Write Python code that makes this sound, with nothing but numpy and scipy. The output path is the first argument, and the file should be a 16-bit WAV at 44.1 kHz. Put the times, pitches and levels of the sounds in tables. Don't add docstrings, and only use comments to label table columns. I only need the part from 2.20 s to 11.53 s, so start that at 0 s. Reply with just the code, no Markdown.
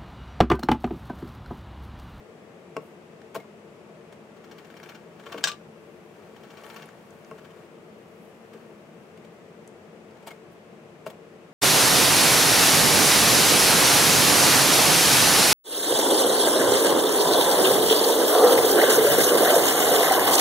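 import sys
import numpy as np
from scipy import signal
from scipy.fft import rfft, irfft, next_fast_len
from scipy.io import wavfile
from scipy.ndimage import uniform_filter1d

SR = 44100
rng = np.random.default_rng(int(sys.argv[2]) if len(sys.argv) > 2 else 0)


def wav_record(signal):
    frames = np.transpose(np.atleast_2d(signal))
    bounded = np.clip(frames, -1, 1)
    quanta = np.round(bounded * 32767).astype(np.int16)
    wavfile.write(sys.argv[1], SR, quanta)


N = 411453
TIME = np.arange(N) / SR
SIZE = next_fast_len(N + SR // 2, True)
FREQS = np.arange(SIZE // 2 + 1) * SR / SIZE

# frequency in Hz, level in dB. All table levels are relative, before the mix.
AIR_COLOUR = [(20, -40), (40, -38.5), (70, -24), (110, -13), (160, -3.5), (280, -8), (400, -2.5), (620, -9),
              (800, -12), (1600, -17.5), (2600, -20), (4000, -30), (8000, -34), (10500, -41),
              (12500, -44.5), (15500, -47)]
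# frequency in Hz, width in Hz, level in dB.
FAN_DRONES = [(55, 5.6, -22.5), (95, 16, -8), (160.4, 44, -3), (172, 13, -0.5), (215.4, 34.5, 2),
              (351, 28, 1), (449, 41, 1), (612, 130, -6.5), (1150, 250, -18.5)]
# frequency in Hz, likeness of the channels from 0 to 1.
FAN_LIKENESS = [(40, 0.44), (120, 1), (300, 0.8), (700, 0.93), (1500, 0), (3000, 0), (8000, 0.1),
                (15000, 0.7)]
# frequency in Hz, left minus right in dB.
FAN_PAN = [(60, 10), (120, -1.5), (240, 2), (480, 7), (950, 1), (1890, 5), (3770, 2), (7520, 2.5),
           (15000, 7.5)]
# start in seconds, level in dB, length in seconds,
# hiss offset in dB.
EDGE_SKIDS = [(0.565, -43, 0.0034, -23), (1.143, -44.5, 0.02, -11.5), (1.922, -55.5, 0.01, -32),
              (6.33, -57.5, 0.01, -19), (6.97, -60, 0.0079, -26), (7.043, -59.5, 0.0097, -31),
              (7.906, -65, 0.007, -31), (7.965, -62, 0.008, -30), (8.022, -63, 0.011, -30),
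              (8.064, -47, 0.02, -15), (8.858, -50, 0.02, -12)]
# start in seconds, level in dB, length in seconds,
# hiss offset in dB, ring pitch in Hz, ring offset in dB.
RINGING_TOUCHES = [(1.197, -60, 0.0078, -17, 2140, 4), (8.103, -52, 0.013, -16, 2160, -2.5),
                   (8.897, -53, 0.011, -13, 3390, -9)]
# frequency in Hz, level in dB.
SKID_COLOUR = [(150, -9), (700, 18.5), (1600, 8.5), (2400, 9.5), (4200, 2.5), (5500, -1), (8300, -1.5),
               (11000, -13)]
# start in seconds, knock in dB, thump in dB, favoured frequency
# in Hz, its boost in dB, settling offset in dB, settling delay in seconds, pitch ratio of the modes.
BUMPS = [(0.5662, -27, -31, 326, 9, -6, 0.01, 0.99), (1.1513, -35, -40, 1100, 7, -1, 0.0057, 0.96),
         (1.1594, -31.5, -31, 713, 9, -4.5, 0.011, 1.02), (3.065, -40, -49, 450, 7, -4, 0.011, 1.0),
         (3.144, -35.5, -33.5, 160, -2, -2.5, 0.014, 1.01), (3.182, -48, -38.5, 139, 10, -9, 0.0091, 1.0),
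         (3.241, -35, -41.5, 140, 8, 1.5, 0.01, 1.02), (5.112, -38.5, -39.5, 1220, 6, -24, 0.0072, 0.98),
         (6.345, -52, -41, 1125, 7, -21, 0.01, 1.06), (8.071, -42.5, -49, 890, 13, -10, 0.01, 1.02),
         (8.8648, -32.5, -41, 613, 6, 1.5, 0.01, 0.99)]
# base frequency in Hz, level in dB, seconds to fall by 60 dB.
BENCH_MODES = [(118, -12, 0.11), (159, -8, 0.21), (191.5, -8, 0.14), (290, -8, 0.12), (384, -3, 0.099),
               (454.3, 4, 0.097), (540, -2.5, 0.05), (640, 1.5, 0.061), (894, -9, 0.073), (1107, -1, 0.048),
               (1356, -1, 0.02), (1550, -3.5, 0.016), (2260, 1, 0.012), (2787, -4.5, 0.026),
               (3376, -30.5, 0.03), (5370, -15.5, 0.018)]
# start in seconds, level in dB, length in seconds.
FINGER_STROKES = [(0.6, -73, 0.094), (3.4, -80, 0.82), (4.42, -67, 0.11), (4.7, -76, 0.59), (5.55, -79, 1),
                  (6.01, -77, 0.046), (6.6, -91, 0.5), (7.12, -81, 0.041), (8.31, -71, 0.025)]
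# start in seconds, pop in dB, click in dB, click centre in Hz.
FIBRE_BREAKS = [(1.017, -50.5, -59, 5500), (2.396, -51, -66, 10000), (2.471, -58, -63, 10000),
                (2.541, -47, -64, 10500), (2.6, -44.5, -60, 10500), (2.660, -47, -61, 10000),
                (2.72, -47, -70, 10500), (3.038, -49, -59, 4540), (3.098, -48, -69, 10000),
                (3.209, -46, -58, 9120), (4.34, -50, -62, 9900), (4.414, -61, -62, 9500),
                (4.465, -45, -56, 8950), (4.544, -52, -55, 8900), (4.596, -47, -70, 9000),
                (4.658, -54, -55, 9000), (4.689, -46.5, -57, 5000), (4.906, -60, -56.5, 6900),
                (5.047, -54, -55, 5900), (5.111, -57, -58, 7000), (7.476, -58, -49.5, 7500),
                (8.074, -55, -47, 9500)]
# first slip, last slip and hardest moment in seconds, peak effort
# in dB, swell in dB per second, drag offset in dB, squeak offset in dB.
BLADE_PUSHES = [(2.164, 2.446, 2.33, -46.5, 70, -8, 0.5), (2.5, 2.746, 2.68, -43.5, 48, -5, -1),
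                (2.994, 3.176, 3.135, -36, 93, -6.5, -7), (4.162, 4.62, 4.58, -43, 24.5, -0.5, -2),
                (5.181, 5.303, 5.23, -49.5, 10, -5, -18)]
# start in seconds, level in dB, length in seconds.
LIGHT_SLIDES = [(3.93, -72, 0.11), (5.33, -66, 0.12), (6.28, -65.5, 0.21), (7.85, -70, 0.28)]
# frequency in Hz, level in dB.
TEAR_COLOUR = [(150, -31), (600, 0), (1100, 9), (2000, 4.5), (3100, 4), (4400, -7), (6000, -9.5),
               (7500, -10), (10000, -21.5), (12000, -19)]
# frequency in Hz, level in dB.
RUB_COLOUR = [(150, -31.5), (600, 7.5), (1100, 10.5), (2400, 0), (4200, -7.5), (7500, -12), (11000, -18)]
# frequency in Hz, width in Hz, level in dB.
SQUEAK_BANDS = [(2900, 600, -9), (4200, 700, -7.5), (5650, 650, -6), (14330, 480, -12.5)]
# start in seconds, level in dB, click offset
# in dB, grind offset in dB, favoured frequency in Hz, its boost in dB.
STEEL_STRIKES = [(3.2399, -14.5, 18.5, -15, 5500, 1), (3.272, -21, 7, -12.5, 1393, 2.5),
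                 (3.2773, -26, 0, -13, 5500, -1), (3.3163, -31.5, 4, -17, 3000, 5)]
# frequency in Hz, width in Hz, level in dB.
BLADE_MODES = [(1177, 19, 10), (1235, 700, 3), (1680, 145, 10.5), (2434, 150, 6.5), (2680, 75, 7.5),
               (2980, 330, 5.5), (3676, 90, 10), (3850, 350, 4), (5500, 570, 3.5), (5900, 55, 9.5),
               (6530, 600, -2), (7800, 830, -1), (9260, 3000, -18)]
# frequency in Hz, width in Hz, level in dB.
EDGE_MODES = [(14300, 350, -18), (15450, 400, -14)]
# frequency in Hz, likeness of the channels from 0 to 1.
REVERB_LIKENESS = [(150, 0.35), (700, 0.73), (1500, 0.4), (3000, 0.032), (8000, 0.033), (15000, 0.092)]
# frequency in Hz, left minus right in dB.
WORK_PAN = [(200, 2), (450, 3), (900, 2.5), (1400, 6.5), (1800, 4.5), (2600, 4), (4000, 2.5), (9500, 2),
            (13500, 7)]


def from_db(db):
    return 10 ** (np.asarray(db) / 20)


def rms_one(x):
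    return x / np.sqrt(np.mean(np.abs(x) ** 2) + 1e-20)


def over_hz(points):
    hz, value = np.transpose(points)
    return np.interp(np.log(FREQS + 1), np.log(hz), value)


def filtered(x, response):
    return irfft(rfft(x, SIZE) * response, SIZE)[..., :N]


def colour(points):
    cepstrum = irfft(np.log(from_db(over_hz(points))), SIZE)
    log_response = rfft(2 * cepstrum[1:SIZE // 2], SIZE) * np.exp(-2j * np.pi * FREQS / SR)
    return rms_one(np.exp(log_response))


def resonance(hz, width):
    return 1j * FREQS * width / (hz ** 2 - FREQS ** 2 + 1j * FREQS * width)


def band(hz, width):
    return rms_one(resonance(hz, width) ** 2)


def pan(points):
    return from_db(over_hz(points) * np.array([[.5], [-.5]]))


def favoured(hz, spot_hz, spot_db, octaves):
    return spot_db * np.exp(-(np.log2(hz / spot_hz) / octaves) ** 2)


def stereo_noise(likeness):
    alike = np.clip(over_hz(likeness), 0, 1)
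    mid, side = filtered(rng.standard_normal((2, N)), np.sqrt([1 + alike, 1 - alike]))
    return np.array([mid + side, mid - side]) / np.sqrt(2)


def grains(per_s, spread_db):
    sizes = from_db(spread_db * np.minimum(rng.exponential(1, N), 4)) * rng.choice([-1, 1], N)
    return rms_one(sizes * (rng.random(N) < per_s / SR))


def bursts(rows, texture, rise):
    out = np.zeros(N)
    for start, db, length in rows:
        span = slice(int(start * SR), min(N, int((start + 3 * length) * SR)))
        age = (TIME[span] - TIME[span.start]) / length
        burst = texture[span] * (1 - np.exp(-age / rise)) * np.exp(-age ** 2)
        out[span] += from_db(db) * rms_one(burst) * np.sqrt(3)
    return out


def fan(fan_db=-48.0):
    drone_power = sum(np.abs(from_db(db) * resonance(hz, width) ** 2) ** 2 for hz, width, db in FAN_DRONES)
    tone = rms_one(np.sqrt(from_db(over_hz(AIR_COLOUR)) ** 2 + drone_power))
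    return from_db(fan_db) * filtered(stereo_noise(FAN_LIKENESS), tone * pan(FAN_PAN))


def scuffs(scuff_db=-3.5):
    grit = grains(per_s=7300, spread_db=3.5)
    touches = [row[:4] for row in EDGE_SKIDS + RINGING_TOUCHES]
    skids = bursts([row[:3] for row in touches], grit, rise=0.93)
    hiss_rows = [(start, db + hiss, length) for start, db, length, hiss in touches]
    hisses = filtered(bursts(hiss_rows, rng.standard_normal(N), rise=0.63), band(hz=12000, width=7000))
    rings = sum(bursts([(start, db + ring, length)], np.sin(2 * np.pi * hz * TIME), rise=0.55)
                for start, db, length, _, hz, ring in RINGING_TOUCHES)
    return from_db(scuff_db) * (filtered(skids, colour(SKID_COLOUR)) + rings + hisses)


def blows(soften_db=-15, low_hz=202, low_boost_db=7):
    for start, knock, thump, spot_hz, spot_db, settle, delay, pitch in BUMPS:
        yield start, knock, thump, spot_hz, spot_db, pitch
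        yield start + delay, knock + settle + soften_db, thump + settle, low_hz, low_boost_db, pitch


def bench_knocks(thump_db=-1.0, attack_s=0.00083):
    hz, mode_db, t60 = np.transpose(BENCH_MODES)[:, :, None]
    hardness = np.clip(np.log2(hz / 430) * 2, 0, 1)
    age, out = TIME[:SR // 4], np.zeros(N)
    attack = 1 - np.exp(-age / attack_s)
    for start, knock, thump, spot_hz, spot_db, pitch in blows():
        drive_db = hardness * knock + (1 - hardness) * (thump + thump_db)
        drive_db += favoured(hz, spot_hz, spot_db, octaves=0.24)
        decay = from_db(drive_db + mode_db - 60 * age / t60)
        modes = decay * np.sin(2 * np.pi * (pitch * hz * age + rng.random(hz.shape)))
        out[int(start * SR):int(start * SR) + len(age)] += modes.sum(axis=0) * attack
    return signal.sosfilt(signal.butter(2, 130, "high", fs=SR, output="sos"), out)


def finger_brushes(brush_db=-8.5):
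    friction = bursts(FINGER_STROKES, grains(per_s=6600, spread_db=6.5), rise=0.34)
    return from_db(brush_db) * filtered(friction, band(hz=11000, width=9000))


def fibre_ticks(pop_hz=1850, pop_octaves=0.41, click_octaves=0.33, fall_db=35, fall_s=0.0031):
    age, out = TIME[:SR // 50], np.zeros(N)
    for start, pop, click, click_hz in FIBRE_BREAKS:
        crack = rng.standard_normal(len(age)) * from_db(-fall_db * age / fall_s)
        for db, hz, octaves in [(pop, pop_hz, pop_octaves), (click, click_hz, click_octaves)]:
            edges = [hz / 2 ** octaves, min(hz * 2 ** octaves, SR / 2 - 1)]
            tick = signal.sosfilt(signal.butter(2, edges, "band", fs=SR, output="sos"), crack)
            gain = from_db(db) * np.sqrt(fall_s / age[-1])
            out[int(start * SR):int(start * SR) + len(age)] += gain * rms_one(tick)
    return out


def effort_db(t, hardest_s, peak_db, swell, release_db_per_s=56):
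    return peak_db - np.maximum(swell * (hardest_s - t), release_db_per_s * (t - hardest_s))


def edge_drag(drag_db=-5.5, overhang_s=0.62):
    crackle = grains(per_s=4500, spread_db=3.5)
    pressure = np.zeros(N)
    for first, last, hardest_s, peak_db, swell, drag, _ in BLADE_PUSHES:
        touch = np.clip(1 + np.minimum(TIME - first, last - TIME) / overhang_s, 0, 1)
        pressure += touch * from_db(effort_db(TIME, hardest_s, peak_db, swell) + drag)
    rubbing = pressure * crackle + bursts(LIGHT_SLIDES, crackle, rise=0.37)
    return from_db(drag_db) * filtered(rubbing, colour(RUB_COLOUR))


def stick_slip(slips_per_s=15.7, quickening=0.1, squeak_growth=0.45):
    for first, last, hardest_s, peak_db, swell, _, squeak in BLADE_PUSHES:
        along = np.linspace(0, 1, round((last - first) * slips_per_s) + 1)
        starts = first + (last - first) * along * (1 + quickening * (1 - along))
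        for start, db in zip(starts, effort_db(starts, hardest_s, peak_db, swell)):
            yield start, db, db + squeak + squeak_growth * (db - peak_db)


def paring(slip_db=-12.5, crack_db=-6.5, crack_s=0.003, tear_s=0.017, squeak_s=0.0094):
    slips = list(stick_slip())
    cracks = [(start, db + crack_db, crack_s) for start, db, _ in slips]
    tears = [(start, db, tear_s) for start, db, _ in slips]
    chirps = [(start, db, squeak_s) for start, _, db in slips]
    tearing = bursts(cracks + tears, grains(per_s=2800, spread_db=3.7), rise=0.085)
    jerks = bursts(chirps, rng.standard_normal(N), rise=0.12)
    squeak_tone = sum(from_db(db) * band(hz, width) for hz, width, db in SQUEAK_BANDS)
    return from_db(slip_db) * (filtered(tearing, colour(TEAR_COLOUR)) + filtered(jerks, squeak_tone))


def blade_snaps(snap_db=1.0, crunch=0.29, contact_s=0.0015, grind_s=0.02, break_db=-39, lead_s=0.0068):
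    grit = grains(per_s=7000, spread_db=2.5)
    modes = [(hz, (-1) ** k * from_db(db) * resonance(hz, width))
             for k, (hz, width, db) in enumerate(BLADE_MODES + EDGE_MODES)]
    out = np.zeros(N)
    for k, (start, db, click, grind, spot_hz, spot_db) in enumerate(STEEL_STRIKES):
        breaking = [(start - lead_s, break_db, 2 * lead_s)] if k == 0 else []
        contact = [(start, db, contact_s), (start, db + grind, grind_s)]
        force = crunch * bursts(breaking + contact, grit, rise=0.045)
        force[int(start * SR)] += from_db(db + click)
        steel = sum(from_db(favoured(hz, spot_hz, spot_db, octaves=0.48)) * mode for hz, mode in modes)
        out += filtered(force, rms_one(steel))
    return from_db(snap_db) * out


def room(x, near_db, near_t60, far_db, far_t60):
    direct = np.zeros((2, N))
    direct[:, 0] = 1
    tail_power = 0
    for db, t60, delay_s in [(near_db, near_t60, .0005), (far_db, far_t60, .007)]:
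        decay = from_db(-60 * np.minimum(TIME / t60, 4)) * (TIME > delay_s)
        tail_power += from_db(db) ** 2 * decay ** 2 / np.sum(decay ** 2)
    response = rfft(direct + np.sqrt(tail_power) * stereo_noise(REVERB_LIKENESS), SIZE)
    power = np.abs(response.mean(axis=0)) ** 2 + np.mean(np.abs(response) ** 2, axis=0)
    broad = uniform_filter1d(power, size=400 * SIZE // SR)
    return filtered(x, response / np.sqrt(broad / 2))


def scene():
    leather = scuffs() + finger_brushes() + fibre_ticks() + edge_drag() + paring()
    cutting = room(leather, near_db=0.0, near_t60=.022, far_db=-9.0, far_t60=.22)
    bench = room(bench_knocks(), near_db=-11.0, near_t60=.05, far_db=-13.0, far_t60=.3)
    steel = room(blade_snaps(), near_db=-2.0, near_t60=.046, far_db=-12.5, far_t60=.19)
    return filtered(cutting + bench + steel, pan(WORK_PAN)) + fan()


def record(dry, cutoff_hz=15750):
    return signal.sosfilt(signal.ellip(12, .1, 80, cutoff_hz, fs=SR, output="sos"), dry)


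dry = scene()
out = record(dry)
wav_record(out)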